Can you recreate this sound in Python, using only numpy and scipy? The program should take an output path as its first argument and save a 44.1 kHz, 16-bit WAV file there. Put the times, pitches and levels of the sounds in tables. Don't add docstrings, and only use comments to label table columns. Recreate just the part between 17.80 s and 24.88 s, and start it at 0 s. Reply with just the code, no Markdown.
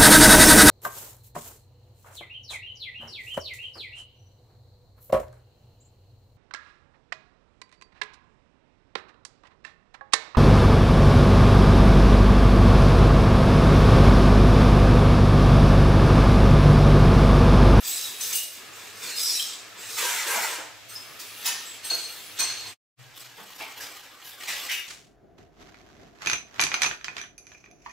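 import sys
import numpy as np
from scipy import signal
from scipy.fft import rfft, irfft, next_fast_len
from scipy.io import wavfile
from scipy.ndimage import uniform_filter1d

SR = 44100
rng = np.random.default_rng(int(sys.argv[2]) if len(sys.argv) > 2 else 0)


def waveform_to_disk(signal):
    frames = np.transpose(np.atleast_2d(signal))
    scaled = np.clip(frames, -1, 1) * 32767
    samples = np.round(scaled).astype(np.int16)
    wavfile.write(sys.argv[1], SR, samples)


N = 312228
TIME = np.arange(N) / SR


def amp(db):
    return 10 ** (np.asarray(db) / 20)


def evened(x):
    return x / np.sqrt(np.mean(x ** 2) + 1e-20)


def crested(x):
    return x / np.sqrt(uniform_filter1d(x ** 2, size=882).max(1, keepdims=True) + 1e-20)


def read(points, hz):
    f, value = np.transpose(points)
    return np.interp(np.log(hz + 1), np.log(f + 1), value)


def coloured(x, spectrum, slope_db=0):
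    count = next_fast_len(x.shape[-1] + 2048)
    hz = np.fft.rfftfreq(count, 1 / SR)
    gain = amp(read(spectrum, hz) + slope_db * np.log2(1 + hz / 300))
    return irfft(rfft(x, count) * gain, count)[..., :x.shape[-1]]


def add(mix, start_s, sound):
    part = mix[:, max(round(start_s * SR), 0):][:, :sound.shape[1]]
    part += sound[:, :part.shape[1]]


def stereo(pair):
    # (frequency [Hz], gain of the side [dB])
    width = [(30, -7.5), (130, -1), (300, -5), (700, -8), (1500, -8), (3000, -7.5), (6000, -6),
             (14000, -4.5)]
    side = coloured(pair[1], width)
    return np.array([pair[0] + side, pair[0] - side])


def resonate(x, hz, width_hz):
    turn = np.exp(2j * np.pi * np.cumsum(hz * np.ones(x.shape[-1])) / SR)
    decay = np.exp(-np.pi * abs(width_hz) / SR)
    return (turn * signal.lfilter([1 - decay], [1, -decay], x / turn + 1e-18)).real


def grains(count, per_s, spread_db):
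    chance, size, sign = rng.random(count), rng.exponential(1, count), rng.choice([-1, 1], count)
    return evened((chance < per_s / SR) * sign * amp(spread_db * np.minimum(size, 4)))


def background(air_db=-49.5):
    # (frequency [Hz], level [dB])
    air_tone = [(15, -41.5), (25, -12.5), (107, -8), (215, -12.5), (313, 0), (349, -7.5), (684, 0.5),
                (871, -8.5), (2420, 0), (7700, -9), (9050, -15.5), (14300, -15), (15500, -22.5)]
    # (time [s], level [dB])
    hum_level = [(0.0, -83), (0.49, -61), (0.56, -79), (1.25, -60.5), (1.57, -81.5), (2.16, -61),
                 (2.18, -87.5), (3.14, -58.5), (3.71, -73), (4.9, -62.5), (5.21, -48), (5.552, -63.5),
                 (6.92, -68), (7.05, -82)]
    # (time [s], pitch [Hz])
    hum_pitch = [(0, 104.6), (3.2, 107), (4.5, 107.6), (5.0, 107), (5.2, 122), (7.08, 114)]
    air = stereo(coloured(rng.standard_normal((2, N)), air_tone) * amp([[0], [4]]))
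    hz = np.interp(TIME, *np.transpose(hum_pitch))
    hum = stereo(resonate(resonate(rng.standard_normal((2, N)), hz, 27), hz, 16))
    return amp(air_db) * evened(air) + amp(np.interp(TIME, *np.transpose(hum_level))) * evened(hum)


def room(early_s, tail_db, early_side_db=-3):
    # (frequency [Hz], time to fall by 60 dB [s])
    ring_time = [(150, 0.48), (1000, 0.49), (3000, 0.57), (7000, 0.49), (15000, 0.24)]
    t = TIME[:SR // 2]
    early = grains(2 * len(t), 4000, 0.93).reshape(2, -1) * np.exp(-t / early_s)
    hz, at, noise = signal.stft(rng.standard_normal((2, len(t))), SR, nperseg=256)
    decay = np.exp(-np.log(1000) * at / read(ring_time, hz)[:, None])
    tail = signal.istft(noise * decay, SR)[1][:, :len(t)]
    tail *= 1 - np.exp(-t / 0.003)
    echo = stereo([amp(db) * evened(early[k]) + amp(tail_db) * evened(tail[k])
                   for k, db in enumerate((0, early_side_db))])
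    return echo / np.linalg.norm(echo.mean(0))


def travelling(sound, tail_db, step_s=0.06):
    place = np.arange(len(sound)) / SR / step_s
    heard = 0
    for k in range(4):
        distance = np.minimum(abs((place - k + 2) % 4 - 2), 1)
        nearby = sound * np.cos(np.pi / 2 * distance)
        heard = heard + signal.oaconvolve(nearby[None], room(0.0044, tail_db), axes=1)
    return heard


def ringing(push, thing, favoured_hz):
    notes_of = { "trowel": [(1560, 8.5, 0.046), (2570, -1, 0.044), (2860, -6.5, 0.024), (4180, -9, 0.053),
                (4302, 8, 0.058), (6150, 2.5, 0.039), (8280, 4.5, 0.2), (8220, -12, 0.037),
                (9860, -3.5, 0.12), (13400, -7, .02), (14380, -9.5, .03)], "edge": [(2876, -3.5, 0.058),
                (4070, -26, .1), (6190, 3.5, 0.024), (7740, 3, 0.023), (8740, 3.5, 0.059),
                (11070, -7, 0.041), (13900, -6, .05), (14020, -3, 0.054), (15700, 3, .04)],
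                "pan": [(970, 6, .05), (1830, 5, 0.072), (2570, -5, 0.027), (3000, -6.5, 0.049),
                (5020, 0.5, 0.077), (5900, -3.5, .04), (6770, -5.5, .03), (7200, -15, .03),
                (9760, -5, 0.027), (10920, -0.5, 0.026), (14970, 2, .02)], "tile": [(1966, -3, 0.062),
                (2090, -4, 0.047), (2310, -1, 0.025), (2575, 0.5, 0.022), (2835, 1, 0.11),
                (3560, -6, 0.086), (5690, 5, 0.016)], "tub": [(190, -6, 0.037), (346, -6.5, 0.086),
                (450, -0.5, 0.049), (672, 0.5, 0.02), (870, 0.5, 0.0268), (1410, -22, 0.02),
                (2140, -1, .015), (2315, 2.5, 0.017), (2590, -4, .012)], }
    ring = 0
    for hz, db, ring_s in notes_of[thing]:
        decay, angle = np.exp(-np.log(1000) / (ring_s * SR)), 2 * np.pi * hz / SR
        note = signal.lfilter([1, 0, -1], [1, -2 * decay * np.cos(angle), decay * decay], push)
        ring = ring + amp(db - 14.2 * abs(np.log2(hz / favoured_hz))) * crested(note)
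    return crested(ring)


def knocks(mix):
    # (time [s], crunch level [dB], contact length [s], crunch tilt [dB per octave],
    # ring level [dB], pitch that the struck spot favours [Hz], thing struck)
    blows = [ (0.406, -36, 0.0088, 4, -32.5, 6150, "edge"), (0.523, -30, 0.014, 4, -33.5, 3570, "edge"),
             (0.549, -33.5, 0.01, 6, -27.5, 11100, "edge"), (2.547, -37, 0.017, -3, -36, 680, "tub"),
             (2.78, -46, 0.018, -10.5, -47, 900, "tub"), (3.086, -45, 0.033, 3, -48.5, 7900, "trowel"),
             (3.13, -48, .013, 0, -50, 12000, "pan"), (3.39, -38, .019, 2.5, -61, 8900, "pan"),
             (3.645, -32, 0.021, 0.5, -41, 2900, "pan"), (3.656, -27, 0.014, 3, -31.5, 8300, "pan"),
             (3.676, -34.5, 0.016, -2.5, -37, 3350, "pan"),
             (4.039, -41, 0.036, -1.5, -36.5, 11500, "trowel"),
             (4.098, -45.5, 0.0076, 22, -26, 4440, "trowel"), (4.11, -34, 0.0059, -1.5, -44, 344, "tub"),
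             (4.145, -34, 0.0043, 4, -39, 4300, "trowel"), (4.172, -47, 0.016, -1, -36.5, 4850, "trowel"),
             (4.235, -52, 0.012, -4, -44, 8250, "trowel"), (4.589, -28.5, .018, -1, -25.5, 6150, "trowel"),
             (4.623, -37.5, 0.032, -2, -47.5, 6000, "trowel"),
             (4.692, -44.5, .02, -3, -33.5, 3800, "trowel"),
             (4.791, -60.5, 0.033, 1, -43.5, 4200, "trowel"),
             (4.858, -45, 0.031, -4.5, -47.5, 7450, "trowel"), (5.577, -41.5, 0.02, -11, -52, 450, "tub"),
             (5.801, -37.5, .013, -7, -32, 1350, "tub"), (6.006, -34, 0.024, 0, -43, 4800, "pan"),
             (6.603, -45, 0.0097, -2, -38, 2000, "tile"), (6.675, -25.5, .038, -1, -30.5, 1700, "tile"),
             (6.888, -32, 0.017, -0.5, -24, 2300, "tile"), (6.912, -25, 0.012, 5, -27.5, 3100, "tile"), ]
    # (frequency [Hz], level [dB])
    crunch_tone = [(80, -41), (200, -18), (450, -15), (850, -1.5), (2500, 0), (5000, 3.5), (7500, -0.5),
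                   (10000, -5), (15500, -4.5)]
    tail_db_of = {"trowel": 0, "edge": -2.5, "pan": 1.5, "tile": 1.5, "tub": 1.5}
    for start, crunch_db, length, slope_db, ring_db, favoured_hz, thing in blows:
        age = TIME[:SR // 5] / (0.4 * length)
        contacts = grains(len(age), 5000, 4.8) * (age + 0.047) * np.exp(-age)
        contacts[0] = 0.18 * np.linalg.norm(contacts)
        push = signal.fftconvolve(contacts[None], room(0.005, tail_db_of[thing]), axes=1)
        crunch = crested(coloured(push, crunch_tone, slope_db))
        add(mix, start, amp(crunch_db) * crunch + amp(ring_db) * ringing(push, thing, favoured_hz))


def squeals(mix):
    # (start [s], length [s], pitch [Hz], level [dB])
    notes = [ (0.039, 0.15, 7860, -33.5), (0.06, 0.07, 14300, -34), (0.235, .03, 3850, -36),
             (0.924, 0.033, 7200, -50.5), (1.258, .11, 4260, -40), (1.35, 0.18, 5010, -28),
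             (1.365, 0.19, 7900, -37.5), (1.369, 0.23, 10570, -39), (1.408, 0.19, 5550, -31),
             (1.474, 0.064, 4300, -40), (1.545, .032, 3930, -36.5), (1.594, .015, 3160, -29.5),
             (1.612, 0.044, 3340, -41), (1.969, 0.12, 7570, -48), (3.152, 0.018, 5156, -38),
             (3.845, 0.083, 7700, -43.5), (6.517, 0.0036, 3620, -44), ]
    for start, length, hz, db in notes:
        echo = room(0.0054, tail_db=-3)
        width_hz = 160 * (hz / 5000) ** 2.5
        count = int(length * SR)
        pressure = evened(uniform_filter1d(rng.standard_normal(SR // 2), size=1200))
        pitch = hz * (1 + 0.0042 * pressure)
        slips = grains(SR // 2, 2500, 0.8)
        swing = signal.hilbert(evened(resonate(resonate(slips, pitch, width_hz), pitch, width_hz)))
        tone = (swing.real / (abs(swing) + 0.45))[-count:] * signal.windows.tukey(count, 0.3)
        add(mix, start, amp(db) * crested(signal.fftconvolve(tone[None], echo, axes=1)))


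def stroke_levels(strokes, t, attack_s, release_db_per_s):
    start, length, level_db, ease_db, grind_db, fizz_db = np.transpose(strokes)[:, :, None]
    age = t - start
    bite_db = 20 * np.log10(np.clip(age / attack_s, 1e-6, 1))
    lift_db = release_db_per_s * np.maximum(age - length, 0)
    effort_db = bite_db - ease_db * np.clip(age / length, 0, 1) - lift_db
    parts = (grind_db + 0.71 * effort_db, effort_db, fizz_db + 1.2 * effort_db)
    return [10 * np.log10(np.sum(amp(level_db + db) ** 2, axis=0) + 1e-20) for db in parts]


def scrape(mix, strokes, tone, attack_s, release_db_per_s, per_s, spread_db, judder_db, tail_db):
    start = max(strokes[0][0], 0)
    end = strokes[-1][0] + strokes[-1][1] + 0.5
    count = min(int((end - start) * SR), N)
    slips = evened(uniform_filter1d(rng.standard_normal(N), size=260))[:count]
    grit = grains(N, per_s, spread_db)[:count] * amp(judder_db * slips)
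    hz, at, spectrum = signal.stft(evened(grit), SR, nperseg=512)
    colour = amp(read(tone, hz))
    levels = stroke_levels(strokes, start + at, attack_s, release_db_per_s)
    gain_db = 0
    for low, high, weight, db in zip((300, 2500, 9500), (2000, 9000, 15500), np.eye(3), levels):
        share_db = 10 * np.log10(np.mean(colour ** 2 * (hz > low) * (hz < high)))
        reach = np.interp(hz, [1500, 3200, 8000, 10500], weight[[0, 1, 1, 2]])
        gain_db = gain_db + reach[:, None] * (db - share_db)
    sound = signal.istft(spectrum * colour[:, None] * amp(gain_db), SR)[1][:count]
    add(mix, start, travelling(sound, tail_db))


def shuffles(mix):
    # (start [s], length [s], level [dB], easing off [dB], grind [dB], fizz [dB])
    strokes = [ (5.16, 1.42, -54.5, -5, 3, -10), (5.33, 0.075, -42.5, -3.5, -11.5, -6.5),
               (5.53, 0.31, -47.5, -3, -8, -5.5), (5.78, 0.22, -42.5, 7, -4, -6.5),
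               (5.945, 0.091, -40.5, -3, 0.5, -4), (6.08, 0.11, -45, -2.5, -4, -6),
               (6.41, 0.087, -48.5, -7, -17, -1.5), (6.57, .1, -38, 0.5, -6, -8),
               (6.68, 0.16, -36.5, -4, -6, -8), (6.89, 0.084, -42, -0.5, -5.5, 0.5), ]
    # (frequency [Hz], level [dB])
    tone = [(150, -19), (350, -8.5), (600, -9), (900, -6), (1400, -5), (2000, -3), (3000, -1), (4600, -1.5),
            (6500, -5), (9200, -5.5), (12800, -2.5), (15500, -3)]
    scrape(mix, strokes, tone, attack_s=0.035, release_db_per_s=135,
           per_s=4000, spread_db=2, judder_db=-3, tail_db=-8)


def spreading(mix):
    # (start [s], length [s], level [dB], easing off [dB], grind [dB], fizz [dB])
    strokes = [ (-0.05, .57, -46.5, 0.5, -5.5, 0), (0.76, 1.6, -55, 2, 2.5, -10),
               (3.085, .29, -53.5, 1, 0, -2.5), (3.39, 0.27, -52, -6.5, -6.5, -3),
               (3.6, 0.36, -43, 5, -9.5, -7), (4.015, .23, -43, 0, -13.5, -8),
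               (4.26, 0.87, -46.5, 10.5, -8, -2.5), (4.555, 0.35, -37.5, 11, -11, -26.5), ]
    # (frequency [Hz], level [dB])
    tone = [(88, -34), (150, -8), (388, -11.5), (428, 1.5), (583, -18), (781, -2), (1060, -3), (1170, -2),
            (2600, -4.5), (9180, -14.5), (15500, -15.5)]
    scrape(mix, strokes, tone, attack_s=0.029, release_db_per_s=132,
           per_s=6000, spread_db=1.5, judder_db=0, tail_db=-6)


def heavy_pushes(mix):
    # (start [s], length [s], level [dB], easing off [dB], grind [dB], fizz [dB])
    strokes = [ (2.165, 0.26, -29.5, 4, -4.5, -6.5), (2.455, 0.18, -31.5, 2, -1, -4.5),
               (2.62, 0.12, -35.5, 2.5, -4, -7), (2.77, .04, -41, 6.5, 0.5, -10), ]
    # (frequency [Hz], level [dB])
    tone = [(100, -46), (220, -21.5), (330, -13), (540, -2.5), (700, -9.5), (930, 7), (1110, -5.5),
            (1350, 4.5), (1900, 1), (3000, -5), (5000, -8.5), (8000, -6), (9200, -10.5), (15500, -15.5)]
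    scrape(mix, strokes, tone, attack_s=0.018, release_db_per_s=166.5,
           per_s=7000, spread_db=2, judder_db=0.5, tail_db=-5.5)


def trowel_strokes(mix):
    # (start [s], length [s], level [dB], easing off [dB], grind [dB], fizz [dB])
    strokes = [ (0.015, 0.25, -31.5, 6.5, -25, -4), (0.38, .16, -33.5, 3.5, -16, -1),
               (0.525, .045, -31, 4, -38, 4.5), (0.68, 0.13, -43.5, 9, -13, -1),
               (0.9, .18, -49.5, 0, -5, -6.5), (1.135, 0.047, -39, 6, -8, -3),
               (1.195, 0.12, -33.5, 5.5, -9, -6), (1.335, 0.29, -31.5, 4.5, -22, -4),
               (1.62, 0.064, -40, -2.5, -23, -15), (1.955, 0.17, -41, 8, -5, -4.5),
               (2.05, .125, -41, -4.5, -10.5, -7), ]
    # (frequency [Hz], level [dB])
    tone = [(150, -33), (300, -20.5), (430, -6.5), (560, -12.5), (1000, -12), (2400, -2.5), (4800, 1),
            (6200, -0.5), (7100, -1), (8100, 3), (9300, -5), (10600, -2.5), (12300, -8.5), (14200, 1.5),
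            (15600, -11)]
    scrape(mix, strokes, tone, attack_s=0.063, release_db_per_s=115,
           per_s=7000, spread_db=2, judder_db=1, tail_db=-8)


def scene():
    mix = background()
    for source in (trowel_strokes, heavy_pushes, spreading, shuffles, squeals, knocks):
        source(mix)
    return mix


def record(dry, cutoff_hz=15720):
    # (time [s], gain [dB])
    fade = [(4.91, 2.5), (4.935, -4), (4.965, -38), (5.0, -100), (5.14, -100), (5.175, -25.5),
            (5.195, -4.5)]
    sound = coloured(dry, [(8750, -1.0), (9050, -8.5), (9400, -1.0)])
    sound *= amp(np.interp(TIME, *np.transpose(fade)))
    treble_cut = signal.firwin(701, cutoff_hz, window=("kaiser", 8), fs=SR)
    return signal.oaconvolve(sound, treble_cut[None], "same")


dry = scene()
out = record(dry)
waveform_to_disk(out)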